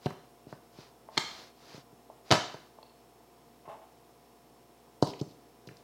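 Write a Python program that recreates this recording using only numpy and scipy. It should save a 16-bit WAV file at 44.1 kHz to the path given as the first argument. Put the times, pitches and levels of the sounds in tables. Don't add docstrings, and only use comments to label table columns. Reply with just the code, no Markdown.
import sys
import numpy as np
from scipy import signal
from scipy.fft import rfft, irfft, next_fast_len
from scipy.io import wavfile
from scipy.ndimage import uniform_filter1d

SR = 44100
rng = np.random.default_rng(int(sys.argv[2]) if len(sys.argv) > 2 else 0)


def inscribe(sig):
    pcm = np.round(np.clip(np.atleast_2d(sig).T, -1, 1) * 32767)
    wavfile.write(sys.argv[1], SR, pcm.astype(np.int16))


N = 257455
TIME = np.arange(N) / SR

# pitch_hz, level_db
FAN_TONES = [(59.2, -73), (118.4, -75), (236.9, -72), (269.2, -87.5), (409.1, -85.5), (468.3, -70.5),
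             (699.8, -67), (759.0, -73.5), (845.2, -76.5), (936.7, -87), (995.9, -76.5), (5383, -80)]
# frequency_hz, density_db
AIR_COLOUR = [(30, -45), (60, -14.5), (85, -19.5), (130, 1), (190, -3.5), (250, 0), (380, 2.5), (560, -2.5),
              (720, -5.5), (1050, -5), (1500, -14.5), (3500, -17.5), (6500, -20.5), (15500, -22.5)]
LIGHT_SLIDE_COLOUR = [(200, -2), (900, 3.5), (1700, -2), (3000, -3), (4800, 1), (6500, -7.5), (8500, -18.5),
                      (15000, -23.5)]
SKID_COLOUR = [(200, -8), (1700, -24), (2400, -13), (3000, -6), (3700, -4), (5100, -2.5), (6500, -16),
               (8500, -26), (15000, -28)]
# start_s, rise_s, fall_s, level_db
LIGHT_SLIDES = [(0, 0.052, 0.016, -55.5), (0.465, .035, 0.1, -61), (0.71, 0.1, 0.12, -56),
                (1.10, 0.11, 0.19, -50), (1.22, 0.18, 0.13, -51), (1.539, 0.22, 0.078, -52.5),
                (2.24, .06, 0.022, -54.5)]
COVER_SCRAPES = [(3.652, 0.0047, 0.025, -50), (3.674, 0.016, 0.099, -44), (3.812, 0.017, 0.027, -52)]
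# start_s, length_s, level_db
SKIDS = [(5.058, 0.05, -48.5), (5.186, 0.016, -52.5), (5.28, 0.039, -65)]
# time_s, force_db, hardness_hz, tick_db, tick_centre_hz
LANDINGS = [(0.0604, -10, 750, -35, 3450), (0.0657, -13, 890, -34, 1480), (0.107, -28, 1500, -36.5, 1190),
            (0.5275, -23.5, 1790, -45, 1200), (2.544, -24.5, 1600, -41, 1310), (5.026, 1, 926, -29, 4720),
            (5.2144, -6, 360, -43, 5100), (5.674, -25, 426, -44.5, 4180), (5.690, -27.5, 415, -46, 1790),
            (5.713, -28.5, 416, -58, 1670)]
# start_s, level_db, centre_hz
RIM_TOUCHES = [(5.0307, -38, 5070), (5.135, -42.5, 2400), (5.311, -59, 4430), (5.769, -53, 4850)]
# time_s, force_db, hardness_hz
SOFT_BUMPS = [(0.0615, -1, 176), (0.470, -25.5, 516), (0.788, -26, 510), (1.746, -25.5, 525),
              (1.780, -28.5, 600), (1.929, -31.5, 458), (2.3215, 4.5, 130), (3.680, -33, 700)]
COVER_TOUCHES = [(1.087, -2, 1790), (2.099, 0, 845), (2.786, -6, 1490), (2.829, -9.5, 1496),
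                 (3.204, -17, 1410), (3.677, -5.5, 1980), (3.744, -13, 1600)]
DISH_LANDING = [(1.1713, -15, 4990), (1.1764, -3.5, 12000)]
PLATE_LANDING = [(2.3063, -8.5, 4000), (2.3122, -0.5, 13900), (2.3217, 0, 14900)]
CUTLERY_NUDGES = [(2.829, -2.5, 9000), (2.865, -7, 4500), (2.896, -12, 9000)]
# pitch_hz, level_db, t60_s
TABLE_RING = [(141.4, -17, 0.067), (191, -19.5, 0.03), (286, -18.5, 0.04), (385, -11, 0.02),
              (615, -14.5, 0.034), (892, -17, 0.033), (1040, -34, 0.019), (1420, -41, 0.017)]
COVER_RING = [(425, -49, .04), (660, -35.5, 0.0326), (875, -39.5, 0.061), (1057, -38.5, 0.033),
              (2074, -45.5, 0.0097), (2640, -45.5, .007), (3730, -58, 0.009)]
DISH_RING = [(353.7, -29.5, 0.068), (901, -15, 0.027), (1580, -20, 0.015), (2106, -19, 0.033),
             (2410, -26, 0.026), (3167, -18, 0.022), (3540, -26.5, .02), (3950, -26, 0.029),
             (4267, -12.5, 0.023), (5330, -21, 0.017), (6120, -32, 0.02), (7550, -30.5, 0.026),
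             (10800, -32, 0.012)]
PLATE_RING = [(598, -34.5, 0.13), (675, -19, 0.11), (780, -39, 0.035), (1095, -34, 0.059),
              (1158, -31.5, .12), (1420, -25, .04), (1730, -27, .07), (2215, -30, 0.031),
              (2530, -39, 0.029), (2970, -33.5, 0.04), (3520, -25, 0.032), (4010, -34, 0.041),
              (4580, -23.5, 0.0314), (4830, -38, 0.02), (5940, -43, .05), (6310, -48, 0.032),
              (7207, -39, 0.1), (9000, -42, 0.047), (9900, -49, 0.049)]
CUTLERY_RING = [(2700, -56.5, .04), (3370, -54, 0.033), (4230, -43, 0.017), (4430, -55, 0.058),
                (4640, -56, 0.044)]
JUDDER_RING = [(191, -15, 0.063), (409, 3, 0.082), (630, -4, 0.031), (845, -3, .05), (988, -6, 0.24)]
# frequency_hz, density_db
TABLE_CRACK_COLOUR = [(50, -28), (130, -17), (220, 2.5), (700, 3), (1200, -4), (2000, -13), (5000, -20.5),
                      (15000, -44)]
DISH_CRACK_COLOUR = [(50, -40.5), (130, -5), (900, -8.5), (2500, -10), (4200, -8.5), (5500, -12),
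                     (7500, -17.5), (9000, -32.5), (15000, -34.5)]
PLATE_CRACK_COLOUR = [(40, -30), (75, -4.5), (200, -7.5), (700, 5.5), (1200, 3.5), (2000, -8.5), (4500, -5),
                      (6300, -12.5), (8500, -24), (15000, -36.5)]
# frequency_hz, level_db, t60_s
ROOM_TAIL = [(100, -9, 0.27), (260, -8.5, 0.55), (700, -7.5, .48), (1800, -5, 0.54), (4500, -7, 0.54),
             (7000, -4, 0.48), (10000, -4, 0.27), (15880, -1, .22)]


def from_db(db):
    return 10 ** (np.asarray(db) / 20)


def rms_one(x):
    return x / np.sqrt(np.mean(x ** 2) + 1e-20)


def at_hz(rows, hz, column=1):
    rows = np.array(rows)
    return np.interp(np.log(np.maximum(hz, 1)), np.log(rows[:, 0]), rows[:, column])


def filtered(x, kind, hz, order=2):
    return signal.sosfilt(signal.butter(order, np.minimum(hz, SR / 2 - 100), kind, fs=SR, output="sos"), x)


def noise(colour):
    size = next_fast_len(N)
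    gain = from_db(at_hz(colour, np.fft.rfftfreq(size, 1 / SR)))
    return rms_one(irfft(rfft(rng.standard_normal(size)) * gain, size)[:N])


def add(out, s, sound):
    start = int(np.clip(round(s * SR), 0, N - 1))
    out[start:start + len(sound)] += sound[:N - start]


def fan(air_db, hum_gain_db):
    hum = sum(from_db(db) * np.sqrt(2) * np.sin(2 * np.pi * (hz * TIME + rng.random()))
              for hz, db in FAN_TONES)
    return from_db(hum_gain_db) * hum + from_db(air_db) * noise(AIR_COLOUR)


def stroke(start_s, attack_s, hold_s, release_s):
    return np.interp(TIME, start_s + np.cumsum([0, attack_s, max(hold_s, 0), release_s]), [0, 1, 1, 0])


def swells(rows):
    return sum(from_db(db) * stroke(s, rise_s, 0, fall_s) for s, rise_s, fall_s, db in rows)


def catches(grain_db):
    grip = rms_one(uniform_filter1d(rng.standard_normal(N), size=160))
    return rms_one(from_db(grain_db * grip))


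def light_slides():
    return swells(LIGHT_SLIDES) * noise(LIGHT_SLIDE_COLOUR) * catches(grain_db=0.7)


def burst(rise_s, t60_s):
    t = TIME[:SR // 10]
    shape = (1 - np.exp(-(t / rise_s) ** 2)) * np.exp(-np.log(1000) * t / t60_s)
    return shape / shape.max()


def rim_ticks(edge_ratio, t60_s):
    contacts = list(RIM_TOUCHES)
    for s, _, _, db, hz in LANDINGS:
        graze = (s - 0.0044, db - 14.5, 5200)
        bite = (s - 0.001, db, hz)
        snap = (s - 0.001, db - 22.5, 11000)
        contacts += [graze, bite, snap]
    out, shape = np.zeros(N), burst(0.000083, t60_s)
    for s, db, hz in contacts:
        band = filtered(rng.standard_normal(len(shape)), "band", [hz / edge_ratio, hz * edge_ratio])
        add(out, s, from_db(db) * shape * rms_one(band))
    return out


def ring(force, modes, alternate=True):
    out = np.zeros(N)
    for k, (hz, db, t60_s) in enumerate(modes):
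        radius, angle = np.exp(-np.log(1000) / (t60_s * SR)), 2 * np.pi * hz / SR
        feedback = [1, -2 * radius * np.cos(angle), radius * radius]
        sign = (-1) ** k if alternate else 1
        out += sign * from_db(db) * signal.lfilter([.5, 0, -.5], feedback, force + 1e-18)
    return out


def struck(hits, modes, alternate=True):
    force = np.zeros(N)
    for s, db, hardness_hz in hits:
        half = int(SR / hardness_hz / 2)
        push = np.cos(np.pi * hardness_hz * np.arange(-half, half + 1) / SR) ** 2
        add(force, s - half / SR, from_db(db) * push / push.sum())
    return ring(force, modes, alternate)


def cracks(hits, colour, rise_s, t60_s):
    out, hiss, shape = np.zeros(N), noise(colour), burst(rise_s, t60_s)
    for s, db, hardness_hz in hits:
        fresh_hiss = np.roll(hiss, -round(s * SR))[:len(shape)]
        crack = rms_one(shape * fresh_hiss) * np.sqrt(np.mean(shape ** 2))
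        add(out, s, from_db(db) * filtered(crack, "low", hardness_hz))
    return out


def table_thumps(crack_db, low_cut_hz):
    blows = SOFT_BUMPS + [(s, db, hardness_hz) for s, db, hardness_hz, _, _ in LANDINGS]
    blows += [(s, db - 14.5, 1190) for s, db, _ in DISH_LANDING]
    blows += [(s, db - 6.5, 1154) for s, db, _ in plate_blows()]
    body = struck(blows, TABLE_RING, alternate=False)
    crack = cracks(blows, TABLE_CRACK_COLOUR, rise_s=0.0008, t60_s=0.065)
    return filtered(body + from_db(crack_db) * crack, "high", low_cut_hz, order=3)


def rubbed(modes, grain_db):
    return rms_one(ring(rng.standard_normal(N) * catches(grain_db), modes))


def plastic_cover():
    return struck(COVER_TOUCHES, COVER_RING) + swells(COVER_SCRAPES) * rubbed(COVER_RING, grain_db=1.5)


def dish_clack(crack_db):
    crack = cracks(DISH_LANDING, DISH_CRACK_COLOUR, rise_s=0.0014, t60_s=0.029)
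    return struck(DISH_LANDING, DISH_RING) + from_db(crack_db) * crack


def plate_blows(bounces=4, gap_s=0.0111, shrink=0.77, first_db=-9, loss_db=1.7, hardness_hz=7180):
    times = PLATE_LANDING[-1][0] + np.cumsum(gap_s * shrink ** np.arange(bounces))
    return PLATE_LANDING + [(s, first_db - loss_db * k, hardness_hz) for k, s in enumerate(times)]


def plate_clatter(crack_db):
    blows = plate_blows()
    crack = cracks(blows, PLATE_CRACK_COLOUR, rise_s=0.00048, t60_s=0.027)
    return struck(blows, PLATE_RING) + from_db(crack_db) * crack


def cutlery_clinks():
    return struck(CUTLERY_NUDGES, CUTLERY_RING)


def table_judder(start_s, length_s, level_db, sag_db_per_s, attack_s, release_s):
    sag = from_db(level_db - sag_db_per_s * np.maximum(TIME - start_s, 0))
    envelope = stroke(start_s, attack_s, length_s - attack_s, release_s)
    return sag * envelope * rubbed(JUDDER_RING, grain_db=3.0)


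def heavy_skid(attack_s, release_s):
    pushes = sum(from_db(db) * stroke(s, attack_s, length_s - attack_s, release_s)
                 for s, length_s, db in SKIDS)
    return pushes * noise(SKID_COLOUR) * catches(grain_db=3.5)


def room(send, predelay_s, build_s):
    t, hz = TIME[:SR], np.fft.rfftfreq(SR, 1 / SR)
    white, centres_hz = rfft(rng.standard_normal(SR)), np.geomspace(80, 16000, 14)
    onset = np.clip((t - predelay_s) / build_s, 0, 1)
    tail = np.zeros(SR)
    for centre_hz, band_gains in zip(centres_hz, np.eye(len(centres_hz))):
        decay = onset * np.exp(-np.log(1000) * t / at_hz(ROOM_TAIL, centre_hz, column=2))
        band = irfft(white * np.interp(hz, centres_hz, band_gains), SR)
        tail += from_db(at_hz(ROOM_TAIL, centre_hz)) * band * decay / np.linalg.norm(decay)
    return signal.fftconvolve(send, tail)[:N]


def scene():
    thumps = table_thumps(crack_db=-23.5, low_cut_hz=95.8)
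    clack = dish_clack(crack_db=-18.5)
    ware = plate_clatter(crack_db=-14.0) + cutlery_clinks() + plastic_cover()
    ware += rim_ticks(edge_ratio=1.26, t60_s=0.023)
    send = ware + from_db(-0.5) * clack + from_db(-3.5) * thumps
    echoes = room(send, predelay_s=0.0013, build_s=0.016)
    ramps = dict(attack_s=0.009, release_s=0.017)
    slides = light_slides() + heavy_skid(**ramps)
    judder = table_judder(start_s=5.052, length_s=0.14, level_db=-43, sag_db_per_s=95, **ramps)
    bed = fan(air_db=-61, hum_gain_db=-1.3)
    return (thumps + clack + ware + echoes + slides + judder + bed)[None]


def record(dry):
    thinned = filtered(dry, "high", hz=45)
    return signal.sosfilt(signal.ellip(12, .1, 80, 15900, fs=SR, output="sos"), thinned)


dry = scene()
out = record(dry)
inscribe(out)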